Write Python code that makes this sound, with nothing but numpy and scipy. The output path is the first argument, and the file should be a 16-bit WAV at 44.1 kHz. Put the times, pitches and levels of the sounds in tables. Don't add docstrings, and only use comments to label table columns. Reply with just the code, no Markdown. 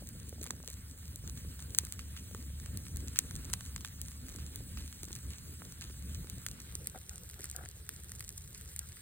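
import sys
import numpy as np
from scipy import signal
from scipy.fft import rfft, irfft, next_fast_len
from scipy.io import wavfile
from scipy.ndimage import uniform_filter1d, map_coordinates

SR = 44100
rng = np.random.default_rng(int(sys.argv[2]) if len(sys.argv) > 2 else 0)


def put_to_file(sound):
    columns = np.atleast_2d(sound).T
    safe = np.clip(columns, -1, 1)
    whole_steps = np.round(safe * 32767)
    wavfile.write(sys.argv[1], SR, whole_steps.astype(np.int16))


N = 397341

STEP_BACK = (6.5, 6.75)


def amp(db):
    return 10 ** (np.asarray(db) / 20)


def unit(x):
    return x / np.sqrt(np.mean(x ** 2) + 1e-20)


def along(points, hz):
    f, value = np.transpose(points)
    return np.interp(np.log(hz + 1), np.log(f + 1), value)


def wobble(rate):
    knots = rng.standard_normal(int(N * rate / SR) + 4)
    return map_coordinates(knots, [np.arange(N) * rate / SR])


def filtered(x, response):
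    m = next_fast_len(N + 8192)
    return irfft(rfft(x, m) * response(np.fft.rfftfreq(m, 1 / SR)), m)[..., :N]


def resonance(centre_hz, width_hz):
    return lambda f: 1j * f * width_hz / (centre_hz ** 2 - f * f + 1j * f * width_hz)


def patchy(channels, patchy_db):
    z = signal.stft(rng.standard_normal((channels, N)), nperseg=512)[2]
    field = uniform_filter1d(rng.standard_normal(z.shape[1:]), size=8, axis=0)
    field = uniform_filter1d(field, size=6, axis=1)
    return signal.istft(z * amp(patchy_db * unit(field)), nperseg=512)[1][:, :N]


def diffuse(spectrum, patchy_db):
    # f/Hz, likeness (1 is the same at both ports)
    likeness = [(60, .985), (130, 0.96), (290, .9), (640, 0.42), (1400, 0.015), (3000, 0.083)]

    def mid_and_side(hz):
        angle = np.arccos(np.clip(along(likeness, hz), -1, 1)) / 2
        return amp(along(spectrum, hz)) * [np.cos(angle), np.sin(angle)]

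    mid, side = filtered(patchy(2, patchy_db), mid_and_side)
    return unit(np.array([mid + side, mid - side]))


def bursts(seconds, db, t60, spike, size=600, sputter_db=0):
    k = np.arange(size)
    spit_db = np.clip(rng.standard_normal((len(seconds), size // 30 + 1)), -2, 1.5)
    spits = amp(sputter_db * np.repeat(spit_db, 30, axis=1)[:, :size])
    noise = rng.standard_normal((len(seconds), size))
    shape = spits * noise * amp(-60 * k / SR / np.clip(t60, 1e-4, 1))
    shape[:, 0] = -spike
    where = np.round(seconds * SR).astype(int)[:, None] + k
    return np.bincount(where.ravel(), (amp(db)[:, None] * shape).ravel(), N + size + 1)[:N]


def far():
    return np.interp(np.arange(N) / SR, STEP_BACK, [0, 1])


def ports(near_sound, far_sound):
    # f/Hz, phase/rad
    lead_near = [(1200, 0), (3400, 2.8), (4200, 2.2), (5200, 3.2), (12300, 9.4), (17000, 13.7)]
    lead_far = [(1500, 0), (3000, 2.5), (4500, 2), (6500, 3.1), (11700, -3.1), (17000, -10.3)]
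    # f/Hz, level difference/dB
    shade_near = [(300, 0), (1000, -3), (2400, -5), (4500, 0), (16000, 0)]
    shade_far = [(300, 0), (1800, 2), (3000, -1), (5500, -4), (7500, 0), (16000, 0)]
    half = np.array([[.5], [-.5]])

    def path(lead, shade):
        return lambda hz: (amp(half * along(shade, hz))
                           * np.exp(1j * half * np.interp(hz, *np.transpose(lead))))

    return (filtered(near_sound, path(lead_near, shade_near))
            + filtered(far_sound, path(lead_far, shade_far)))


def placed(sound):
    # f/Hz, gain/dB
    distant_colour = [(1000, -10), (2000, -0.5), (3300, -10.5), (5000, -3.5), (6500, -3.5), (9500, -0.5),
                      (13000, -5.5), (16000, -9)]
    distant = filtered(sound * (far() >= .5), lambda hz: amp(along(distant_colour, hz)))
    return ports(sound * (far() < .5), distant)


def wood(f):
    return resonance(1800, 1500)(f) * resonance(1500, 3500)(f) - 0.13 * resonance(950, 400)(f)


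def control(column):
    # t/s, flame rumble level/dB, sap fizz level/dB, flapping tongues level/dB
    fire = [(0.0, -47, -60, -64.5), (0.43, -49, -60.5, -59), (0.9, -48.5, -61.5, -64.5),
            (1.36, -46, -58.5, -62.5), (2.53, -47.5, -59, -60.5), (2.76, -43.5, -58.5, -58.5),
            (3.49, -44.5, -56.5, -62.5), (3.86, -48, -59, -65), (4.39, -45, -58, -59),
            (4.84, -46.5, -58, -64), (5.67, -48.5, -59, -63), (6.0, -43, -58.5, -62),
            (6.45, -47, -58.5, -62), (6.75, -49.5, -60, -64.5), (7.98, -52, -61.5, -66),
            (8.16, -49.5, -60.5, -68.5), (8.4, -52, -62, -69.5), (9.01, -50.5, -59.5, -68.5)]
    rows = np.transpose(fire)
    db = np.interp(np.arange(N) / SR, rows[0], rows[column])
    return db, db - db.mean()


def flames():
    # f/Hz, relative level per Hz/dB
    rumble_colour = [(15, -32), (25, -31.5), (45, -12), (63, -7), (71, 1), (80, -6), (110, -11), (200, -19),
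                     (260, -52), (440, -120)]
    flap_near_colour = [(100, -20), (170, -3), (250, -0.5), (330, -10), (500, -15), (700, -23.5),
                        (1000, -64)]
    flap_far_colour = [(120, -31), (220, -7), (330, -9), (450, -7.5), (700, -22.5), (1000, -26.5)]
    roar_colour = [(400, -30), (700, -2), (1000, -0.5), (1600, 5), (2500, -1.5), (4000, 2), (7000, -34)]
    flutter = wobble(14)
    near, away = np.sqrt(1 - far()), np.sqrt(far())

    rumble_db = control(column=1)[0] + 1.88 * flutter + 0.69 * wobble(5.0)
    rumble = amp(rumble_db) * diffuse(rumble_colour, patchy_db=1.1)

    tongues = near * diffuse(flap_near_colour, patchy_db=2.5)
    tongues = tongues + amp(-1.0) * away * diffuse(flap_far_colour, patchy_db=3.0)
    flap_db = control(column=3)[0] + 3.0 + .9 * wobble(7) + 2.1 * flutter + 0.65 * wobble(30)
    flap = amp(flap_db) * tongues

    roar_db = -65.5 + control(column=2)[1] + .6 * wobble(6) + 1.2 * wobble(40)
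    roar = amp(roar_db) * diffuse(roar_colour, patchy_db=2.2)
    return rumble + flap + ports(near * roar, away * roar)


def fizz():
    # f/Hz, gain/dB
    near_colour = [(1500, -30), (3000, -10), (5000, -4.5), (6500, -4.5), (8000, 0), (10000, -3.5),
                   (16000, -4.5)]
    far_colour = [(1500, -30), (3000, -9), (5500, -8), (7000, -3.5), (8500, 0), (10500, -5), (16000, -5)]
    lift_db = 8.5
    walls_db, wood_db = -14.5, -5.5
    top_hz = 16000

    def tint(points):
        return lambda hz: amp(along(points, hz)) * (hz < top_hz) * np.clip(hz / 1500, 0, 1)

    hiss = unit(patchy(2, 3.04) * amp(0.34 * wobble(25) + 0.16 * wobble(150)))
    draw = rng.random((5000, 2))
    busy = np.cumsum(amp(6.5 * wobble(18)))
    seconds = np.interp(draw[:, 0], busy / busy[-1], np.arange(N) / SR)
    from_afar = seconds > STEP_BACK[1]
    size_db = -3.8 * np.log(draw[:, 1]) + 5.4 * from_afar
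    crack_db = np.minimum(size_db, 13 + 4 * from_afar) - 7.5
    cracks = bursts(seconds, crack_db, 0.004, spike=3.6, size=150)

    level = amp(control(column=2)[0] + lift_db + 0.14 * wobble(7.3))
    near = filtered(level * np.sqrt(1 - far()) * (hiss[0] + cracks), tint(near_colour))
    away = filtered(level * np.sqrt(far()) * (hiss[1] + cracks), tint(far_colour))
    scattered = amp(walls_db) * filtered(level * rng.standard_normal((2, N)), tint(far_colour))
    knocks = amp(wood_db) * placed(filtered(level * cracks, wood))
    return ports(near, away) + scattered + knocks


def faint_ticks(count):
    draw = rng.standard_normal((count, 2))
    seconds = rng.random(count) * N / SR
    db = -52 + 3 * draw[:, 0]
    hz = 325 * np.exp(0.18 * draw[:, 1])
    return np.column_stack([seconds, db, hz])


def ticks():
    # t/s, level/dB, pitch f/Hz
    timed_ticks = [(0.022, -40, 540), (0.279, -50, 380), (0.327, -38.5, 460), (0.382, -48, 600),
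                   (0.415, -39, 396), (0.46, -46, 800), (0.472, -45, 450), (0.509, -42, 350),
                   (0.535, -48, 550), (0.707, -51, 600), (0.506, -28.5, 1640), (0.601, -48, 372),
                   (0.602, -45, 1300), (0.638, -47, 700), (0.683, -44, 460), (1.239, -48, 350),
                   (1.285, -49, 350), (1.448, -43, 310), (1.835, -42, 350), (1.786, -45, 1060),
                   (2.312, -44.5, 500), (2.348, -36, 420), (2.348, -31.5, 1180), (2.433, -54, 350),
                   (3.188, -44.5, 305), (3.315, -51, 350), (4.35, -42, 270), (4.386, -43, 273),
                   (4.605, -46, 400), (4.719, -54, 308), (4.972, -56, 336), (5.033, -40, 310),
                   (5.078, -42, 287), (5.106, -39.5, 326), (5.322, -54, 324), (5.62, -34, 1350),
                   (5.901, -47, 346), (6.244, -42, 350), (6.516, -49, 350), (6.754, -38, 350),
                   (6.952, -43, 760), (6.957, -32.5, 229), (7.397, -32.5, 367), (7.553, -45, 1420),
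                   (7.636, -37, 298)]
    lift_db = 6.0
    grit = 1.1
    s, db, hz = np.vstack([timed_ticks, faint_ticks(count=8)]).T[:, :, None]
    k = np.arange(900)
    cycles = hz * k / SR
    fall = amp(-60 * cycles / 5.0)
    soft_start = 1 - np.exp(-cycles / 0.37)
    roughness = 1 + grit * rng.standard_normal((len(s), len(k)))
    shape = np.sin(2 * np.pi * cycles) * fall * soft_start * roughness
    where = np.round(s * SR).astype(int) + k
    sound = np.bincount(where.ravel(), (amp(db + lift_db) * shape).ravel(), N + len(k) + 1)[:N]
    return placed(filtered(sound, lambda f: 1 / (1 + 1j * f / 2500)))


def small_pops(count):
    # mean/dB, spread/dB
    small = [(-43, 2.5), (-14, 5), (-5, 5)]
    far_busy_db = 11
    busy = np.cumsum(amp(7 * wobble(9.8) + far_busy_db * far()))
    seconds = np.interp(rng.random(count), busy / busy[-1], np.arange(N) / SR)
    mean_db, spread_db = np.transpose(small)
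    rows = mean_db + spread_db * np.clip(rng.standard_normal((count, len(small))), -2, 2)
    return np.column_stack([seconds, rows])


def pops():
    # t/s, snap level/dB, wood knock level/dB, brightness level/dB
    timed_pops = [(0.0724, -37, -25, 0), (0.0898, -32.5, -28, 6), (0.2887, -42, -25, 0),
                  (0.2934, -32, -46, 8), (0.4139, -36.5, -26, -10), (0.4173, -40, -30, -20),
                  (0.4294, -29, -34, 6), (0.4338, -31, -20, 2), (0.4415, -28, -15, 10),
                  (0.4558, -42.5, 0, 3), (0.4652, -34.5, -3, -15), (0.4718, -37, -9, 3),
                  (0.5076, -24, -11.5, -32), (0.5642, -45, -13, -6), (0.6292, -42, -27, -18),
                  (0.6768, -28, -15, -24), (0.6857, -41, -25, -8), (0.702, -30.5, -27, 6),
                  (0.7277, -39, -15, 2), (0.7337, -38, -16, 2), (0.7406, -38, -25, 0),
                  (0.9771, -43, -21, 8), (0.9871, -40, -18, 12), (1.0554, -43, -16, -14),
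                  (1.159, -28.5, -37, 7), (1.2766, -33.5, -13, -10), (1.2972, -33, -11, -7),
                  (1.5935, -42.5, 0, -5), (1.6033, -33.5, -19, 5), (1.6247, -36, -12, 0),
                  (1.7487, -24.5, -13, -25), (1.78, -31, -25, 10), (1.7868, -8, -27, 1.5),
                  (1.851, -28, -27, 6), (1.8692, -40, -6, -10), (1.9239, -23.5, -40, 3),
                  (1.9374, -35, -29, 6), (1.9324, -48, 0, -5), (1.9925, -37, 1, -18), (2.166, -43, 0, -13),
                  (2.312, -52, 0, -10), (2.348, -34, -11, -2), (2.6604, -36, -6, -6), (2.7733, -25, -21, 6),
                  (2.8533, -48, 0, -4), (2.8669, -46, 6, -5), (2.9602, -34.5, -15, 0),
                  (2.9704, -26, -45, 7), (3.0051, -41, -5, -10), (3.083, -32.5, -33, -23),
                  (3.1598, -31.5, -3, -5), (3.1896, -8.5, -20, 0.5), (3.3103, -34, -5, -17),
                  (3.3545, -33, -22, -7), (3.3632, -31.5, -28, -3), (3.4467, -35, -22, 0),
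                  (3.4521, -35.5, -17, -7), (3.5, -39, -2, -10), (3.5325, -22, -30, 1),
                  (3.5358, -26, -24, -2), (3.5368, -16.5, -8, -2), (3.6084, -32, -5.5, 4),
                  (3.6527, -40, -16, -7), (3.6619, -37.5, -10, -2), (3.7622, -28, -2.5, -10),
                  (3.7796, -46, 4, -10), (3.8085, -38.5, -3, -12), (3.8483, -27.5, -3, 5),
                  (3.8585, -33, -25, 5), (3.8679, -42, -25, 2), (3.8849, -39, -25, 2),
                  (4.0156, -23.5, -34, 6.5), (4.0841, -34.5, -12, -2), (4.2849, -36, -9, 9),
                  (4.2917, -35, -28, 2), (4.3619, -34, -16, -3), (4.3863, -49, 5, -15),
                  (4.4647, -37.5, -17, -10), (4.559, -26.5, -40, 3), (4.6377, -46, -12, 0),
                  (4.7731, -52, 15.5, -12), (4.813, -50, 2, -10), (4.878, -41.5, -4, -12),
                  (4.927, -39.5, -3, -10), (5.0329, -27.5, -37, 2.5), (5.0431, -37, -24, -6),
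                  (5.0527, -34, -24, 3), (5.0851, -41, -8, -8), (5.1297, -31.5, -29, -22),
                  (5.153, -31, -28, -3), (5.1577, -42, -12, -10), (5.1632, -36, -27, 1),
                  (5.1884, -43, -20, -5), (5.3049, -35, -14, 4), (5.3841, -39.5, -10, -24),
                  (5.723, -35, -12, 5), (5.8112, -35.5, -3.5, -14), (5.8172, -44.5, 5, -17),
                  (5.8407, -40, -20, 0), (5.8983, -49, 3, -8), (5.9083, -54, 6, -8),
                  (6.1473, -34.5, -18, -27), (6.2713, -50, 6, -18), (6.299, -26, -62, 1),
                  (6.4646, -22, -8, 2), (6.486, -30.5, -13, -3), (6.5138, -33, -29, -4),
                  (6.6036, -38, -12, -1), (6.6182, -40, -20, 3), (6.691, -49, 1, -5), (6.7234, -35, -10, 4),
                  (6.7533, -20, -31, 1.5), (6.8449, -36, -15, 6), (6.8597, -36, -6, 0),
                  (6.8718, -15.5, -20, 14), (6.8987, -33, -25, -3), (6.9878, -34, -29, 4),
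                  (7.0322, -41, -24, 0), (7.0944, -26.5, -36, -20), (7.1581, -31, -26, 2),
                  (7.1807, -31, -13, -1), (7.2354, -32, -30, 5), (7.2443, -49, 4, -5),
                  (7.2918, -34, -26, 2), (7.299, -28, -16, 14), (7.3119, -36, -25, 0), (7.3342, -43, 0, -5),
                  (7.3422, -32, -8.5, 6), (7.394, -39, -9, 1), (7.407, -31, -10, 5), (7.4177, -36, -17, -1),
                  (7.4349, -32, -18, 3), (7.4426, -22, -11.5, 12), (7.4522, -38, -25, 0),
                  (7.4559, -27, -20, 2), (7.4914, -38, -25, 0), (7.4997, -26.5, -17, 0),
                  (7.5135, -25, -39, 4), (7.5636, -20.5, -24, 4), (7.6523, -37, -20, -9),
                  (7.659, -35, -4, -8), (7.6886, -27.5, -31, 5), (7.7133, -36, -22, -5),
                  (7.8916, -19.5, -10.5, 26), (7.9632, -35, -18, -9), (8.0018, -36, -15, 7),
                  (8.0364, -36, -14, 4), (8.0446, -35, -16, 6), (8.0946, -34, -21, -4),
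                  (8.1188, -25.5, -9, 4), (8.1522, -33, -17, 2), (8.1573, -35, -30, 10),
                  (8.1612, -37, -25, 2), (8.1855, -41, -12, -6), (8.1951, -29, -36, 4),
                  (8.2067, -24.5, -4, 10), (8.2256, -35, -5, 3), (8.2415, -34.5, -25, 0),
                  (8.2468, -35, -16, -10), (8.2795, -32, -24, 1), (8.2916, -23.5, -34, 2),
                  (8.3044, -37, -11, -11), (8.3257, -35, -22, 6), (8.3767, -28, -35, 12),
                  (8.3798, -27, -34, -1), (8.4458, -41, -20, 2), (8.5301, -38, -25, 0),
                  (8.5476, -32, -16, 0), (8.5575, -40, -20, 0), (8.5777, -32.5, -24, 7),
                  (8.5808, -38, -25, 0), (8.6034, -45, -5, 0), (8.6117, -31, -10, 8), (8.6953, -40, -25, 0),
                  (8.7169, -50, 3, -8), (8.7395, -42, -25, 2), (8.763, -21.5, -17, 8),
                  (8.7921, -16, -32, 7), (8.8893, -37, -23, 6), (8.9208, -41, 2, -1), (8.9284, -54, -1, -5),
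                  (8.9705, -46.5, 6.5, -3)]
    snap_s, knock_s, puff_s, shed_s = .006, .01, .028, .09
    scatter_snap_s, scatter_knock_s = .009, .01
    shed_db = -36
    bounce_s, bounce_db = 0.00062, -25

    s, snap_db, knock_db, bright_db = np.vstack([timed_pops, small_pops(count=90)]).T
    puff_db = -24 + 2.5 * np.clip(rng.standard_normal(len(s)), -2, 2)
    dull_db = snap_db - 10 * np.log10(1 + amp(2 * bright_db))
    crisp_db = dull_db + bright_db
    wood_db = snap_db + knock_db + 2.5

    sound = filtered(bursts(s, dull_db - 7.0, snap_s, spike=27.2), resonance(6470, 1730))
    sound -= filtered(bursts(s, crisp_db - 5.5, snap_s, spike=14.3), resonance(12840, 8500))
    sound += filtered(bursts(s, crisp_db - 6.5, 0.004, spike=19), resonance(14600, 3500))
    sound += filtered(bursts(s, wood_db, knock_s, spike=6.5), wood)
    sound += filtered(bursts(s, dull_db - 5.5, 0.003, spike=14), resonance(4250, 600))
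    puff = bursts(s, snap_db + puff_db, puff_s, spike=0, size=1200, sputter_db=9.0)
    sound += filtered(puff, resonance(6600, 8000))
    sound = filtered(sound, lambda f: 1 + amp(bounce_db) * np.exp(-2j * np.pi * f * bounce_s))

    scatter = [bursts(s, dull_db - 8.0, scatter_snap_s, spike=0)
               + bursts(s, wood_db, scatter_knock_s, spike=0) for _ in range(2)]
    scattered = filtered(np.array(scatter) * amp(-5 * far()), resonance(3640, 2800))
    shed = [bursts(s + 0.0037, snap_db + shed_db, shed_s, spike=0, size=4000) for _ in range(2)]
    return placed(sound) + filtered(np.array(shed), resonance(2000, 3400)) + scattered


def jets():
    # t/s, level/dB, time to fall 60 dB/s
    steam = [(0.4355, -57, 0.098), (0.472, -46, 0.058), (0.686, -49, 0.11), (1.593, -51, 0.15),
             (1.9918, -43, 0.098), (2.163, -45, 0.15), (3.161, -41, 0.17), (3.8468, -42, 0.07),
             (4.387, -48, 0.12), (4.7716, -46.5, 0.34), (5.04, -64, .15), (5.154, -48, 0.085),
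             (5.306, -51.5, 0.22), (5.333, -48, 0.13), (5.8168, -43, 0.18), (6.1485, -48.5, 0.068),
             (7.418, -46, 0.22), (7.526, -47, 0.086), (8.2793, -49, 0.047), (8.5476, -45, 0.12)]
    s, db, t60 = np.transpose(steam)
    spits = bursts(s, db, t60[:, None], spike=0, size=5000, sputter_db=8.5)
    return placed(filtered(spits, lambda f: resonance(3700, 7000)(f) ** 2))


def rustles():
    # t/s, length/s, level/dB, low share against it/dB
    scuffs = [(6.945, 0.041, -55.5, 6), (7.106, 0.089, -66, -3), (7.357, 0.059, -64.5, -2),
              (7.546, 0.12, -55.5, -1.5), (8.81, 0.06, -66, -12)]
    top_hz, fade_db = 1800, 3
    t, level, low_level = np.arange(N) / SR, np.zeros(N), np.zeros(N)
    for s, length, db, low_db in scuffs:
        edges = np.clip(np.minimum((t - s) / 0.0031, (s + length - t) / 0.016), 0, 1)
        shape = edges * amp(-fade_db * np.clip((t - s) / length, 0, 1))
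        level += amp(db) * shape
        low_level += amp(db + low_db) * shape
    grit = rng.standard_normal((2, N)) * amp(4 * np.array([wobble(150), wobble(150)]))

    def twice(hz, width_hz):
        return lambda f: resonance(hz, width_hz)(f) ** 2 / (1 + (f / top_hz) ** 12)

    high = unit(filtered(grit, twice(1500, 600))) * amp([[4], [-6]])
    low = unit(filtered(grit[0], lambda f: twice(760, 260)(f) - 0.47 * twice(480, 350)(f)))
    return level * high + low_level * low


def scene():
    return flames() + fizz() + ticks() + pops() + jets() + rustles()


def record(dry):
    rounded = dry / (1 + np.abs(dry) ** 5) ** (1 / 5)
    return filtered(rounded, lambda hz: hz < 16900)


dry = scene()
out = record(dry)
put_to_file(out)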